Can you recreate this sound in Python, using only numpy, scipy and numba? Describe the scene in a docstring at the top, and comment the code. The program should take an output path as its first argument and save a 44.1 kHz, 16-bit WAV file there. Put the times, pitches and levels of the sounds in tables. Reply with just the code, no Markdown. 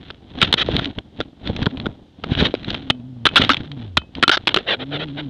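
"""A dog's harness knocks on the case of the small camera it carries through forest undergrowth.
Blows ring the shell and back panel; paws and shoulders thump through the mount; strap, fur and
buckle rub by stick-slip friction, twigs snap and leaves crackle. A wolf close by gives three low,
muffled growls and two grunts. A fast limiter flattens the hardest knocks."""
import sys
import numpy as np
from scipy import signal
from scipy.fft import rfft, irfft
from scipy.io import wavfile
from scipy.ndimage import uniform_filter1d, minimum_filter1d
from numba import njit

SR = 44100
rng = np.random.default_rng(int(sys.argv[2]) if len(sys.argv) > 2 else 0)


def unload_wav(signal):
    """Save mono or channel-first audio to the path in sys.argv[1] as 16-bit WAV at rate SR, clipped to [-1, 1]."""
    wavfile.write(
        sys.argv[1],
        SR,
        np.round(np.clip(np.atleast_2d(signal).T, -1, 1) * 32767).astype(np.int16),
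    )


N = 233447
TIME = np.arange(N) / SR

# colour of the stiff case shell: f/Hz, level/dB
SHELL = [(300, -19.5), (1800, -6.5), (2800, -3), (3250, 2.5), (3950, -1.5), (4500, -13.5), (7400, -41),
         (12000, -68)]
# colour of scraping on the case: f/Hz, level/dB
SCRAPE = [(200, -18), (1050, -10), (1450, -0.5), (2500, -4), (3300, 4.5), (4000, -1), (4700, -20.5),
          (6500, -31), (8300, -64)]
# colour of soft flesh and fur: f/Hz, level/dB
FLESH = [(110, -12), (330, 5), (800, -4.5), (4000, -42.5)]
# colour of the hollow between case and coat: f/Hz, level/dB
HOLLOW = [(150, -6), (400, 9.5), (740, -3), (1050, -11), (1450, -11), (1900, -30.5)]


def knocks(hard_db=-8, fall_power=1.32, tail_db=-32, tail_s=0.01, size=4096):
    """Each harness contact chatters for a few ms and rings the stiff shell and the broad back panel."""
    # colour of the back panel: f/Hz, level/dB
    panel_colour = [(150, -17), (1020, -12.5), (1380, 4.5), (1800, -10.5), (6000, -74.5)]
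    out, t = np.zeros(N), np.arange(size) / SR
    padding = response(FLESH)
    for s, shell_db, panel_db, length_s in contacts():
        shell, panel = response(struck(SHELL)), response(struck(panel_colour))
        force = np.exp(-.5 * (t / length_s) ** fall_power) + undb(tail_db) * np.exp(-t / tail_s)
        hardness = undb(.5 * (panel_db - hard_db))  # fur cushions light blows; hard ones reach the panel
        for body, db in ((shell, shell_db), (hardness * panel + .5 * padding, panel_db)):
            ring = signal.fftconvolve(force * rng.choice([-1, 1], size), body)
            add(out, s, ring * undb(db) * np.sqrt(length_s * SR / np.sum(ring ** 2)))
    return out


def contacts(contact_s=0.0015, doubling_db=50):
    """Blows and rebounds as t/s, shell/dB, panel/dB, length/s; harder blows press for longer."""
    # harness blows: t/s, shell level/dB, panel re shell/dB, rebound delay/s (0 = none)
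    blows = [(0.103, -25.5, -4.5, 0.004), (0.416, 6, -11.5, 0.0099), (0.527, 0, -15.5, 0.012),
             (0.791, -17.5, -0.5, 0.0032), (0.845, -16, -18, 0.011), (0.986, -21.5, -17, 0.00077),
             (1.204, -17, -2.5, 0.0063), (1.626, -21.5, -2, 0.0029), (1.658, -15.5, 1, 0.0058),
             (1.858, -22.5, 5, 0.0065), (2.2377, -22, 2, 0.0032), (2.5403, -22, -3, 0.01),
             (2.744, -17, -10, 0.0038), (2.9001, -4, -12.5, 0.0037), (3.254, 7, -4, 0.011),
             (3.3584, 22.5, -6.5, 0.0089), (3.4172, -7, -7.5, 0.0027), (3.493, -2, 0, 0.0084),
             (3.971, 3, -7, 0.00021), (4.2265, 0.5, -2, 0.0086), (4.2789, 1.5, -1.5, 0.015),
             (4.3712, -15, -1.5, 0.0027), (4.472, -5, -12, 0.0055), (4.4905, -13.5, -7.5, 0.00077),
             (4.5436, -2, -6, 0), (4.5625, -7.5, -4.5, 0.0087), (4.586, -24, 0, 0.0019)]
    for s, db, panel_db, delay_s in blows:
        length_s = contact_s * 2 ** (db / doubling_db)
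        yield s, db, db + panel_db, length_s
        if delay_s > 0:  # a rebound lands flatter: boxier, longer
            yield s + delay_s, db, db + panel_db + 2.5, length_s * 1.193


def thumps(gain_db=-1, swell_s=0.0017, sag=0.43, scuff_db=-12, size=4000):
    """A soft push swells and dies within a few cycles, sinking in pitch as the strap slackens."""
    # paw and shoulder blows through the mount: t/s, mid-glide f/Hz, level/dB
    pushes = [(0.428, 163, -2), (0.541, 194, -13), (0.688, 464, -6), (1.203, 437, -13), (1.497, 138, -8.5),
              (1.668, 185, -2.5), (1.867, 260, -7.5), (2.318, 142.4, -4), (2.424, 225, 0),
              (2.54, 410, -5.5), (2.904, 163.1, -9.5), (3.255, 200.6, -7), (3.397, 220.5, -6.5),
              (3.976, 179.4, -10.5)]
    out, t = np.zeros(N), np.arange(size) / SR
    for s, hz, db in pushes:
        age = t / swell_s * (hz / 200) ** 0.37  # higher blows are shorter
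        pitch_hz = hz * (1 + sag * (2 * np.exp(-age / 2) - 1))
        phase = 2 * np.pi * np.cumsum(pitch_hz) / SR
        scuff = undb(scuff_db) * through(rng.standard_normal(size), FLESH)
        add(out, s, undb(db + gain_db) * age * np.exp(1 - age) * (np.sin(phase) + scuff))
    return out


def snaps(gain_db=-6, decay_s=0.002, size=2048):
    """A twig splinters for a moment and rings only the stiff shell."""
    # twigs breaking against the case: t/s, level/dB
    twigs = [(0.662, -21), (0.7604, -19), (0.7657, -3.5), (1.474, -13.5), (1.5638, -15.5), (1.772, -21.5),
             (1.8, -17.5), (2.351, -11), (2.6458, -18.5), (2.704, -10.5), (3.2891, -12.5), (3.4474, -7),
             (3.5339, -7.5), (3.5442, -6.5), (3.5686, -10.5), (3.7164, -21.5), (4.152, -19)]
    out, t = np.zeros(N), np.arange(size) / SR
    for s, db in twigs:
        crack = through(rng.choice([-1, 1], size) * np.exp(-t / decay_s), struck(SHELL))
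        add(out, s, undb(db + gain_db) * crack / np.sqrt(np.sum(crack ** 2) / (decay_s * SR)))
    return out


def booms(t60_s=0.077, size=6000):
    """Air trapped between case and coat rings at one hollow pitch."""
    # square blows: t/s, f/Hz, level/dB
    blows = [(3.502, 274, -7.5), (4.57, 385, -12)]
    out, t = np.zeros(N), np.arange(size) / SR
    for s, hz, db in blows:
        add(out, s, undb(db - 60 * t / t60_s) * np.sin(2 * np.pi * hz * t))
    return out


def pings(detune=.008, size=16000):
    """A struck metal harness ring sings briefly; each mode beats against a weaker twin."""
    # strikes on the ring: t/s, level/dB
    strikes = [(2.901, -38), (3.266, -32), (3.973, -31), (4.24, -38)]
    # ring modes: f/Hz, level/dB, t60/s
    modes = [(2565, -1, 0.18), (3070, 6, .12)]
    out, t = np.zeros(N), np.arange(size) / SR
    for s, db in strikes:
        for hz, mode_db, t60_s in modes:
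            twin_hz = hz * (1 + detune * rng.standard_normal())
            pair = np.sin(2 * np.pi * hz * t) + .5 * np.sin(2 * np.pi * (twin_hz * t + rng.random()))
            add(out, s, undb(db + mode_db - 60 * t / t60_s) * pair)
    return out


def scrapes(rub_db=-22, shell_db=-8):
    """Gritty, uneven slips scratch the case; the coarsest tick on its shell."""
    # strap and twig strokes: crest t/s, length/s, level/dB
    scratches = [(0.44, 0.052, -24.5), (0.61, 0.051, -17), (0.728, 0.055, -38), (0.84, 0.048, -35.5),
                 (1.475, 0.039, -37), (2.329, 0.039, -30.5), (2.405, 0.032, -19), (2.461, 0.029, -17.5),
                 (3.425, 0.098, -27)]
    pressure = strokes(scratches)
    friction = bounce(slips(rate_hz=6000, spread_db=2.5) * undb(2.5 * walk(rate_hz=250)))
    ticks = through(slips(rate_hz=450, spread_db=2) * pressure, SHELL)
    rub = through(rng.standard_normal(N) * np.sqrt(pressure), HOLLOW)
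    return through(friction * pressure, SCRAPE) + undb(shell_db) * ticks + undb(rub_db) * rub


def grinds(bite_s=.001, release_s=.008, ease_db=-5):
    """A buckle bites at once, judders along the case as the pressure eases, and lets go."""
    # buckle catches: start t/s, length/s, level/dB
    catches = [(3.364, 0.027, -14.5), (3.508, 0.018, -15.5), (4.314, 0.046, -13)]
    # colour of the grinding buckle: f/Hz, level/dB
    buckle_colour = [(950, -5), (1480, 4.5), (2300, -7.5), (3500, 3.5), (6400, -20), (8000, -48)]
    pressure = 0
    for s, length_s, db in catches:
        gate = np.clip(np.minimum((TIME - s) / bite_s, (s + length_s - TIME) / release_s + .5), 0, 1)
        progress = np.clip((TIME - s) / length_s, 0, 1)
        pressure = pressure + gate * undb(db + ease_db * progress ** 2)
    judder = bounce(slips(rate_hz=5000, spread_db=1.5) * undb(2 * walk(rate_hz=400)))
    return through(judder * pressure, buckle_colour)


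def brushes(rub_db=-15, cutoff_hz=4400):
    """Countless soft hairs swish over the case; light strokes are mostly a dull, hollow rub."""
    # fur strokes: crest t/s, length/s, level/dB
    sweeps = [(4.517, 0.021, -31.5), (4.597, 0.041, -35), (4.722, 0.072, -17), (4.822, 0.043, -31),
              (4.955, 0.057, -27), (5.025, 0.053, -28), (5.198, 0.041, -29)]
    pressure = strokes(sweeps)
    lowpass = signal.butter(3, cutoff_hz, fs=SR, output="sos")
    hairs = signal.sosfilt(lowpass, bounce(rng.standard_normal(N)))
    rub = through(bounce(rng.standard_normal(N)) * np.sqrt(pressure), HOLLOW)
    return through(hairs * pressure, SCRAPE) + undb(rub_db) * rub


def growls(third_db=-30, slope_db=-5.5, rasp_db=-17, jitter=.02, shimmer_db=1.4, fade_s=0.015):
    """Low, muffled wolf growls with two strong harmonics; the folds flutter and rasp once a cycle."""
    # one contour per growl: t/s, f/Hz, level/dB, octave re fundamental/dB
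    contours = [
        [(2.79, 143.1, -43, 1), (2.92, 126.4, -47.5, 15), (3.01, 120.6, -39, 1), (3.10, 131.4, -37.5, -2),
         (3.26, 111.5, -35.5, -4.5)],
        [(3.65, 152.1, -38.5, -16), (3.74, 141, -33.5, -4.5), (3.81, 116.7, -36, 3), (4.00, 72.4, -33, -55),
         (4.04, 68.96, -53, -38)],
        [(4.765, 124.3, -45, 8.5), (4.95, 145.1, -32.5, -0.5), (5.05, 159.9, -35, 0), (5.12, 132.1, -36, 1),
         (5.19, 155, -35.5, 0.5), (5.285, 131.5, -34, 4)],
    ]
    out = np.zeros(N)
    for contour in contours:
        knots_s, *columns = np.transpose(contour)
        hz, db, octave_db = [np.interp(TIME, knots_s, column) for column in columns]
        phase = 2 * np.pi * np.cumsum(hz * (1 + jitter * walk(rate_hz=63))) / SR
        upper = sum(undb(third_db + slope_db * k) * np.sin((k + 3) * phase) for k in range(7))
        overtones = np.sin(2 * phase) + upper + undb(rasp_db) * rasp(phase)
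        voice = np.sin(phase) + undb(octave_db) * overtones
        gate = np.clip(np.minimum(TIME - knots_s[0], knots_s[-1] + fade_s - TIME) / fade_s, 0, 1)
        out += np.sqrt(2) * voice * gate * undb(db + shimmer_db * walk(rate_hz=130))
    return out


def grunts(rasp_db=-10):
    """A brief, husky hum swells and fades as its pitch slides."""
    # muffled wolf grunts: start t/s, length/s, start f/Hz, glide/(octaves per s), level/dB
    hums = [(0.857, 0.043, 302, -7, -22.5), (1.716, 0.056, 240.4, 4, -24.5)]
    out = np.zeros(N)
    for s, length_s, hz, glide, db in hums:
        t = np.arange(int(length_s * SR)) / SR
        phase = 2 * np.pi * np.cumsum(hz * 2 ** (glide * t)) / SR
        voice = np.sin(phase) + undb(rasp_db) * rasp(phase)
        add(out, s, undb(db) * np.sin(np.pi * t / length_s) * voice)
    return out


def movement(sway_db=-46.5, jolt_db=3.5, twig_db=-8):
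    """The dog's body rumbles through the mount; leaves crackle in flurries and dry twigs tick."""
    # steps, lunges and weight shifts: crest t/s, length/s, rumble level/dB, leaf level/dB
    moves = [(0.028, 0.21, -40, -48), (0.447, 0.19, -25.5, -35.5), (0.753, 0.19, -20, -30.5),
             (0.984, 0.028, -24.5, -49), (1.204, 0.076, -32.5, -44), (1.485, 0.1, -24, -39),
             (1.628, 0.14, -25, -37.5), (1.832, 0.16, -27, -46.5), (2.309, 0.11, -24.5, -39),
             (2.425, 0.11, -17.5, -25.5), (2.711, 0.23, -29, -38), (3.424, 0.16, -20.5, -28.5),
             (3.592, 0.16, -31.5, -41), (3.826, 0.13, -34, -46.5), (4.182, 0.062, -32, -41.5),
             (4.537, 0.25, -38.5, -44), (5.0, 0.59, -38, -47)]
    # colour of the body rumble: f/Hz, level/dB
    rumble_colour = [(20, -15), (80, -1), (140, -5), (280, -4), (420, -15.5), (800, -20), (4000, -61.5)]
    body, leaves = undb(sway_db), 0  # the body is never quite still
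    for s, length_s, body_db, leaves_db in moves:
        effort = swell(s, length_s, rise_share=0.48, sharpness=1.44)
        body = np.hypot(body, undb(body_db) * effort)
        leaves = np.hypot(leaves, undb(leaves_db) * effort)
    jolts = walk(rate_hz=130)
    rumble = unit(through(rng.standard_normal(N), rumble_colour) * undb(jolt_db * jolts))
    flurries = undb(3 * jolts + 3 * walk(rate_hz=130))
    crackle = unit((slips(rate_hz=350, spread_db=1.5) + .4 * rng.standard_normal(N)) * flurries)
    twigs = slips(rate_hz=60, spread_db=2.5)
    rustle = through(crackle * leaves, SCRAPE) + undb(twig_db) * through(twigs * leaves, SHELL)
    return rumble * body + rustle


def air(forest_db=-64, hiss_db=-73):
    """The still forest heard through the case, over faint microphone hiss."""
    forest = through(rng.standard_normal(N), SCRAPE)
    hiss = through(rng.standard_normal(N), [(4500, -3.5), (16000, -34.0)])
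    return undb(forest_db) * forest + undb(hiss_db) * hiss


def struck(colour, shift=.025, spread_db=1.5):
    """Each contact lands on a new spot, which shifts and reweights the resonances a little."""
    hz, db = np.transpose(colour)
    shifted_hz = hz * (1 + shift * rng.standard_normal())
    return np.column_stack([shifted_hz, db + spread_db * rng.standard_normal(len(db))])


def strokes(table, rise_share=0.63, touch_db=-20):
    """Pressure on the case: each firm stroke rises and falls inside a lighter, longer touch of fur."""
    pressure = 0
    for s, length_s, db in table:
        firm = swell(s, length_s, rise_share, sharpness=4.5)
        touch = undb(touch_db) * swell(s, length_s, rise_share, sharpness=2)
        pressure = pressure + undb(db) * np.hypot(firm, touch)
    return pressure


def swell(s, length_s, rise_share, sharpness):
    """A gesture that builds up, peaks at 1 at time s and dies away."""
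    distance = np.maximum((s - TIME) / rise_share, (TIME - s) / (1 - rise_share)) / length_s
    return np.exp(-np.minimum(distance, 20) ** sharpness)


def slips(rate_hz, spread_db):
    """Tiny stick-slip clicks of very unequal size, rms 1."""
    hit = rng.random(N) < rate_hz / SR
    return unit(hit * rng.choice([-1, 1], N) * undb(spread_db * np.minimum(rng.exponential(size=N), 4)))


def bounce(friction):
    """Slips echo along the strap, whose free length keeps changing: hollow, shifting resonances."""
    lag_s = .0013 * undb(walk(rate_hz=10))
    return unit(friction + .5 * np.interp(TIME - lag_s, TIME, friction))


def rasp(phase):
    """Noise pulsed once per vocal-fold cycle, muffled by flesh."""
    return through(rng.standard_normal(len(phase)) * (1 + np.cos(phase)) / 2, FLESH)


def response(colour, size=4096):
    """Minimum-phase, unit-energy impulse response of a colour, falling away beyond its ends."""
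    hz, db = np.transpose(colour)
    bins_hz = np.arange(size // 2 + 1) * SR / size + 1
    rolloff = np.minimum(1, np.minimum(bins_hz / hz[0], hz[-1] / bins_hz)) ** 2
    gain = undb(np.interp(np.log(bins_hz), np.log(hz), db)) * rolloff
    cepstrum = irfft(np.log(gain))
    cepstrum[1:size // 2] *= 2
    cepstrum[size // 2 + 1:] = 0
    impulse = irfft(np.exp(rfft(cepstrum)))
    return impulse / np.sqrt(np.sum(impulse ** 2))


def through(x, colour):
    """Pass x through a body of that colour."""
    return signal.fftconvolve(x, response(colour))[:len(x)]


def walk(rate_hz):
    """Smooth random drift, rms 1."""
    knots = rng.standard_normal(N // 16)
    return unit(np.interp(TIME * rate_hz, np.arange(len(knots)), knots))


def add(out, s, x):
    """Mix x into out from time s."""
    i = max(0, int(s * SR))
    out[i:i + len(x)] += x[:max(0, N - i)]


def undb(db):
    """Decibels to gain."""
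    return 10 ** (np.asarray(db) / 20)


def unit(x):
    """Scale to rms 1."""
    return x / np.sqrt(np.mean(x ** 2))


def scene():
    """Everything reaches one microphone inside the case."""
    wolf = growls() + grunts()
    blows = knocks() + snaps() + thumps() + booms() + pings()
    rubbing = scrapes() + brushes() + grinds()
    return (blows + rubbing + wolf + movement() + air())[None]


@njit
def peak_follower(x, decay):
    """Jumps to each peak and sinks back."""
    out, level = np.empty(len(x)), 0.
    for i in range(len(x)):
        level = max(abs(x[i]), level * decay)
        out[i] = level
    return out


def record(dry, ceiling=.98, headroom=1.3, release_s=0.0022, smooth_samples=9, cutoff_hz=15600):
    """A fast limiter holds the peaks, the input stage rounds them, and the top is cut."""
    peaks = peak_follower(dry[0], np.exp(-1 / (release_s * SR)))
    gain = ceiling / np.maximum(peaks, ceiling)
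    gain = uniform_filter1d(minimum_filter1d(gain, smooth_samples), smooth_samples)
    rounded = headroom * np.tanh(dry * gain / headroom)
    return signal.sosfilt(signal.ellip(8, .2, 70, cutoff_hz, fs=SR, output="sos"), rounded)


dry = scene()
out = record(dry)
unload_wav(out)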